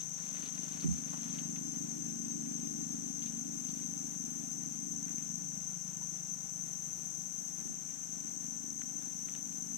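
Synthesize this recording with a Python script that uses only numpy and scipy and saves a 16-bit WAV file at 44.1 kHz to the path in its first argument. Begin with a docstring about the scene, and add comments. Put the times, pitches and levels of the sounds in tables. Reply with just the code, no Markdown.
"""Cicadas drone to the left of a small wooden boat moored at a tropical riverbank: bands of noise for the
far chorus, throbbing double beats for the nearest one and swelling hiss for thin insect phrases. A far-off
single-cylinder boat engine hums along the river, built from the harmonics of its firings, over soft noise
of river and forest. An angler lays a rod down on the hull, which rings in damped modes, and handles bait
with faint noise rustles and clicks; the water plips twice in short rising notes."""
import sys
import numpy as np
from scipy import signal
from scipy.fft import rfft, irfft, next_fast_len
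from scipy.io import wavfile
from scipy.ndimage import uniform_filter1d

SR = 44100
rng = np.random.default_rng(int(sys.argv[2]) if len(sys.argv) > 2 else 0)


def bounce(signal):
    """Save signal as a 16-bit WAV file at the path given by the first command-line argument."""
    frames = np.transpose(np.atleast_2d(signal))
    limited = np.clip(frames, -1, 1)
    pcm = np.round(limited * 32767).astype(np.int16)
    wavfile.write(sys.argv[1], SR, pcm)


N = 430857
T = np.arange(N) / SR  # seconds

# The two microphone ports. Each row: frequency in Hz, likeness of the two ports from 0 to 1,
# left lead in radians, how much louder the left is in dB.
PORTS = [(59.6, 0.54, 0.59, -3), (145, 1, 1.05, 0), (234, 0.8, 1.07, -1), (397, 0.66, 3.51, 1),
         (806, 0.86, 3.39, 0), (1910, 0.44, 4.03, -0.5), (3500, 0.72, 5.43, 0), (4260, 0.56, 5.45, 3),
         (5370, 0.5, 7.1, -1.5), (15100, 0, 8.4, 8.5)]


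def gain_of(db):
    """Decibels to amplitude."""
    return 10 ** (np.asarray(db) / 20)


def evened(x):
    """Scales to rms 1."""
    return x / np.sqrt(np.mean(abs(x) ** 2) + 1e-30)


def curves(rows):
    """The columns of a time table, interpolated at every sample."""
    s, *columns = np.transpose(rows)
    return [np.interp(T, s, c) for c in columns]


def read(rows, hz, axis=1):
    """One column of a frequency table, interpolated on a log axis."""
    table = np.transpose(rows)
    return np.interp(np.log(hz + 1), np.log(table[0]), table[axis])


def add(mix, s, sound):
    """Adds a stereo sound at time s, cut at the end of the mix."""
    part = mix[:, round(s * SR):][:, :sound.shape[1]]
    part += sound[:, :part.shape[1]]


def flutter(spread_hz):
    """Complex random drift of rms 1 that changes at about the given rate."""
    s = np.arange(0, T[-1] + 1, 16 / SR)  # a coarse time grid is enough
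    hz = np.fft.fftfreq(next_fast_len(len(s)), s[1])
    z = rng.standard_normal(len(hz)) + 1j * rng.standard_normal(len(hz))
    slow = np.fft.ifft(z * np.exp(-(hz / spread_hz / 2) ** 2))[:len(s)]
    return np.interp(T, s, evened(slow))


def wavering(depth_db, rate_hz):
    """Gain that wavers at random by an rms depth in dB."""
    return gain_of(depth_db * evened(flutter(rate_hz).real))


def port_noise(colour, size=N):
    """Noise with the spectrum colour(Hz) in dB per Hz, as the two ports hear it."""
    full = next_fast_len(size)
    hz = np.fft.rfftfreq(full, 1 / SR)
    a, b = rfft(rng.standard_normal((2, full))) * np.sqrt(SR / 2)
    same = np.clip(read(PORTS, hz), 0, 1)
    lean = gain_of(read(PORTS, hz, axis=3) / 2)
    right = same * a + np.sqrt(1 - same ** 2) * b
    right = right * np.exp(-1j * read(PORTS, hz, axis=2))
    return irfft(np.array([a * lean, right / lean]) * gain_of(colour(hz)), full)[:, :size]


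def port_tone(z, hz):
    """A complex tone as the two ports hear it."""
    lean = gain_of(read(PORTS, hz, axis=3) / 2)
    right = z * np.exp(-1j * read(PORTS, hz, axis=2)) / lean
    return np.array([z * lean, right]).real


def chorus(shimmer_db=0.12):
    """Many far cicadas: their tymbal clicks merge into noise bands at the resonances of their bodies."""
    # Bands of the drone. Each row: centre in Hz, spread in Hz, left level in dB, right ear quieter by dB.
    bands = [(5206, 130, -69.5, 13), (5788, 120, -53, 11), (6055, 173, -44.5, 14.5), (6183, 102, -44, 20),
             (6533, 102, -47.5, 14), (7506, 274, -53, 18.5), (8500, 244, -58.5, 18), (12190, 280, -67, 4)]
    size = next_fast_len(N)
    hz, power = np.fft.rfftfreq(size, 1 / SR), 0
    for centre, spread, db, shade_db in bands:
        band = np.exp(-((hz - centre) / spread) ** 2 / 2)
        power = power + band / band.mean() * gain_of([[db], [db - shade_db]]) ** 2
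    drone = irfft(rfft(rng.standard_normal((2, size))) * np.sqrt(power), size)[:, :N]
    return drone * wavering(shimmer_db, 7.6)


def near_cicada(beat_width=0.033, rasp_hz=110, whine_hz=20, uneven_db=1.1, shade_db=-15, scatter=1.0,
                octave_db=-27):
    """One cicada throbs in double beats: short rasping bursts over a narrow whine at its body resonance."""
    # The singer's drift. Each row: time in seconds, pitch in Hz, beat level in dB, whine level in dB.
    song = [(0, 6230, -37.5, -45), (.8, 6285, -37.5, -47), (2.3, 6295, -38, -44), (3.6, 6285, -36, -44.5),
            (4.5, 6250, -35.5, -44), (5.5, 6195, -34, -46.5), (6.6, 6195, -38.5, -45),
            (7.6, 6240, -40.5, -46), (8.6, 6170, -37, -47), (9.77, 6160, -38, -44)]
    # Pace of the throb. Each row: time in seconds, throbs per second.
    throb = [(0, 15.39), (2.5, 15.37), (3.2, 15.34), (4.2, 15.22), (6, 15.27), (7.2, 15.21), (9.77, 15.22)]
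    # Where the two beats fall in a throb, in cycles.
    beat_places = (.11, .47)
    pitch, beat_db, whine_db = curves(song)
    cycles = np.cumsum(curves(throb)[0]) / SR
    beats = 0
    for place in beat_places:
        offset = (cycles - place + .5) % 1 - .5
        beats = beats + np.exp(-(offset / beat_width) ** 2 / 2)
    beats = beats * gain_of(beat_db) * wavering(uneven_db, 1.4)
    whine = gain_of(whine_db)
    rasp = flutter(rasp_hz)
    rasp = evened(rasp / np.hypot(1, abs(rasp)))  # the tymbal buckles with a limited force
    direct = beats * rasp + whine * flutter(whine_hz)
    scattered = beats * flutter(rasp_hz) + whine * flutter(whine_hz)  # by leaves, to the shaded ear
    shaded = gain_of(shade_db) * (direct + scatter * scattered) / np.hypot(1, scatter)
    turn = np.exp(2j * np.pi * np.cumsum(pitch) / SR)
    carrier = turn + gain_of(octave_db) * turn ** 2
    return np.sqrt(2) * (np.array([direct, shaded]) * carrier).real


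def sizzle(level_db=7, bed_db=-81.5, swell_s=0.91, swell_db=17, break_s=.07):
    """A high, wide insect hiss: filtered noise in phrases that swell, hold and break off."""
    # Phrases, near and far. Each row: start in seconds, break-off in seconds, level in dB before level_db.
    phrases = [(0, 1.39, -79), (.6, 3.1, -79.5), (2.7, 4.48, -72.7), (3.4, 5.26, -79), (4.9, 6.5, -81),
               (5.8, 7.68, -71.5), (7.1, 9, -80), (8.35, 10, -72.3)]
    # Hiss colour. Each row: frequency in Hz, relative level in dB.
    hiss_colour = [(5000, -30), (7500, -13), (9500, 20.5), (11000, 15), (13500, 15), (15500, 8)]
    power = gain_of(bed_db) ** 2  # the farthest insects never pause
    for start, stop, db in phrases:
        swell = np.minimum((T - start) / swell_s, 1)
        gate = np.clip(np.minimum(T - start, stop + break_s - T) / break_s, 0, 1)
        power = power + (gate * gain_of(db - swell_db * (1 - swell))) ** 2
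    hiss = evened(port_noise(lambda hz: read(hiss_colour, hz)))
    return hiss * gain_of(level_db) * np.sqrt(power)


def engine(level_db=-0.2, waver=0.2, boom_hz=195, bark_hz=235, diffuse=0.55, uneven_db=0.34,
           first_firing_s=.0082, step=512):
    """Firings as a sum of harmonics, coloured by bank echoes and a diffuse wash from the forest."""
    # Engine speed. Each row: time in seconds, firings per second.
    speed = [(0, 25.53), (1.8, 25.53), (2.8, 25.47), (4.5, 25.475), (5.3, 25.5), (6, 25.39), (7.5, 25.45),
             (8.6, 25.5), (9.77, 25.38)]
    # Loudness as the far boat moves along the bends.
    # Each row: time in seconds, relative exhaust boom in dB, relative exhaust bark in dB.
    loudness = [(0, -54.5, -80), (.27, -57, -59.5), (.7, -53.5, -55), (1.7, -51.5, -50.5), (2.8, -53, -49),
                (3.6, -54.5, -52), (4.85, -55, -52.5), (5.4, -53.5, -56), (5.85, -53, -68.5),
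                (6.7, -55.5, -68.5), (7.8, -60.5, -64.5), (8.55, -59.5, -56), (9.25, -59, -59),
                (9.77, -56.5, -56.5)]
    # Exhaust colour. Each row: frequency in Hz, relative level in dB.
    exhaust = [(50, -44), (76, -33), (102, -29), (127, -14), (153, -0.5), (178, 1), (204, 1.3), (230, -0.5),
               (255, -0.5), (280, -3.5), (306, 0), (332, -8.5), (357, -34), (395, -16), (510, -25.5),
               (700, -47)]
    # Echoes off the banks. Each row: delay in seconds, signed strength before shelter and waver.
    bank_echoes = [(.0098, -0.3), (.02, -0.35), (0.0254, .22)]
    boom_db, bark_db = (c[::step] for c in curves(loudness))  # levels move on a coarse grid
    firing_gain = gain_of(level_db) * wavering(uneven_db, 12.0)[::step]
    rate = curves(speed)[0]
    turn = np.exp(2j * np.pi * (np.cumsum(rate) / SR - first_firing_s * rate[0]))
    shelter = gain_of(0.29 * (bark_db - bark_db.max()) + 3.0)  # behind a bend, bark and echoes fade together
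    echoes = []
    for delay, strength in bank_echoes:
        echoes.append((delay, strength * shelter * (1 + waver * flutter(0.49)[::step])))
    out, harmonic = np.zeros((2, N)), turn
    for k in range(2, 24):  # the second harmonic is the lowest heard
        hz, harmonic = k * rate.mean(), harmonic * turn
        bright = np.interp(hz, [boom_hz, bark_hz], [0, 1])
        paths = 1 + sum(strength * np.exp(-2j * np.pi * hz * delay) for delay, strength in echoes)
        a, b = uniform_filter1d(rng.standard_normal((2, len(boom_db))), size=5)
        paths = paths + diffuse * hz / bark_hz * evened(a + 1j * b)  # short waves scatter more
        level = firing_gain * gain_of(read(exhaust, hz) + (1 - bright) * boom_db + bright * bark_db)
        out -= port_tone(np.interp(T, T[::step], level * paths) * harmonic, hz)
    return out


def air(swell_db=1.0):
    """The soft wash of river and forest: coloured noise with a gently wavering level."""
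    # Each row: frequency in Hz, level in dB per Hz.
    wash_colour = [(20, -102), (42, -99), (60, -84.5), (85, -103), (150, -82.5), (330, -82.5), (450, -93),
                   (580, -93), (770, -84.5), (1030, -94.5), (1400, -94), (2500, -100.5), (5000, -106),
                   (15000, -115)]
    return port_noise(lambda hz: read(wash_colour, hz)) * wavering(swell_db, 5.9)


def rubbing(fidget_db=-62.5, settle_db_per_s=1.5, rise=0.13, fall=0.091, growth_db=6.5):
    """How hard cloth rubs: strokes set in, gather speed and stop (rise, fall: shares of their length)."""
    # Strokes of sleeve and line. Each row: start in seconds, length in seconds, level in dB.
    strokes = [(0.148, 0.37, -53.5), (.48, 0.405, -53.7), (0.85, 0.603, -55.5), (2.146, 0.55, -65),
               (3.604, 0.26, -61.5), (5.042, .25, -69), (7.864, .25, -67), (8.9, 0.51, -65)]
    power = gain_of(fidget_db - settle_db_per_s * T) ** 2  # faint rubbing dies away as the angler settles
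    for start, length, db in strokes:
        u = np.clip((T - start) / length, 0, 1)
        contact = np.clip(np.minimum(u / rise, (1 - u) / fall), 0, 1)
        power = power + (contact * gain_of(db - growth_db * (1 - u))) ** 2
    return np.sqrt(power)


def handling(grain_db=3.0, grain_hz=110, click_slope_db=15):
    """Cloth rubs in clumped grains of noise; tackle gives short, dull clicks of decaying noise."""
    # Cloth colour. Each row: frequency in Hz, relative level in dB.
    cloth_colour = [(200, -10), (420, 7.5), (1400, 2), (3200, -1), (5000, -3.5), (10000, -12.5),
                    (15000, -27)]
    # Clicks and scuffs of tackle. Each row: time in seconds, level in dB, centre in Hz, t60 in seconds.
    tackle = [(.008, -52.5, 3820, .1), (.368, -49.5, 2590, .05), (0.458, -48, 3200, 0.067),
              (.806, -47, 4100, 0.04), (1.133, -44, 880, 0.12), (1.386, -43.5, 2770, 0.034),
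              (1.561, -47, 2380, 0.039), (3.219, -54, 2780, 0.18), (3.261, -53.5, 3130, 0.13),
              (3.686, -57, 3900, 0.14), (5.079, -56, 1840, .16), (5.176, -58, 1910, 0.24),
              (7.888, -59, 1970, 0.13), (8.03, -59, 1990, .1), (8.8171, -43.5, 1860, 0.025),
              (8.893, -60, 2070, 0.059), (9.2844, -46.5, 1860, .04), (9.3498, -49, 2400, 0.033),
              (9.523, -55, 2920, 0.028)]
    cloth = evened(port_noise(lambda hz: read(cloth_colour, hz)))
    out = cloth * rubbing() * wavering(grain_db, grain_hz)
    t = T[:SR // 5]
    for s, db, centre, t60 in tackle:
        # the spectrum falls away on both sides of the centre, with octaves squared
        burst = port_noise(lambda hz: -click_slope_db * np.log2((hz + 1) / centre) ** 2, size=len(t))
        add(out, s, evened(burst) * gain_of(db - 60 * t / t60))
    return out


def hull(right_db=5.0, rise=0.0063):
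    """Knocks ring the wooden hull's modes; a hard tap favours the upper ones, a soft blow the lowest."""
    # Each row: time in seconds, relative level in dB, softness of the blow in seconds.
    knocks = [(.838, -29.5, 0.0005), (.85, -32, 0.0027), (0.875, -23, 0.0048), (.903, -21, 0.0076),
              (7.648, -39.5, 0.00029), (7.692, -41, 0.00085)]
    # Hull modes at the two ports. Each row: Hz, relative level in dB, t60 in seconds, left lead in radians.
    modes = [(73.6, -13, 0.19, 2.5), (127, -10, 0.11, -2), (171, 4, 0.16, 3), (217.4, -2.5, 0.14, 1.2),
             (262.4, 3.5, 0.091, 2.2), (359, -9.5, 0.11, 1.5), (395, -15, 0.094, 1.5)]
    out, t = np.zeros((2, N)), T[:SR // 2]
    for s, level_db, soft in knocks:
        attack = 1 - np.exp(-(t / (rise + soft)) ** 2)
        for hz, db, t60, lead in modes:
            reach = np.tanh(10 * hz * soft) / (1 + (hz * soft) ** 4)  # how well the blow drives this mode
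            ring = gain_of(level_db + db - 60 * t / t60) * attack * reach
            add(out, s, ring * np.sin(2 * np.pi * hz * t - np.array([[0], [lead]])))
    return out * gain_of([[0], [right_db]])


def plips(right_db=-2):
    """A bubble's note rises as it nears the surface: a short upward sine glide under a smooth hump."""
    # Each row: time in seconds, left level in dB, start in Hz, end in Hz, length in seconds.
    bubbles = [(4.407, -62, 520, 1000, .075), (5.997, -59, 816, 1070, 0.045)]
    out = np.zeros((2, N))
    for s, db, start_hz, end_hz, length in bubbles:
        hz = np.geomspace(start_hz, end_hz, int(length * SR))
        note = np.hanning(len(hz)) * np.sin(2 * np.pi * np.cumsum(hz) / SR)
        add(out, s, note * gain_of([[db], [db + right_db]]))
    return out


def scene():
    """Insects, engine and river around the small sounds in the boat."""
    insects = chorus() + near_cicada() + sizzle()
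    river = engine() + air()
    return insects + river + handling() + hull() + plips()


def record(dry, edge_hz=15700):
    """The recorder's band limit: a steep low-pass."""
    lowpass = signal.firwin(511, edge_hz, window=("kaiser", 9), fs=SR)
    return signal.oaconvolve(dry, lowpass[None], "same")


dry = scene()
out = record(dry)
bounce(out)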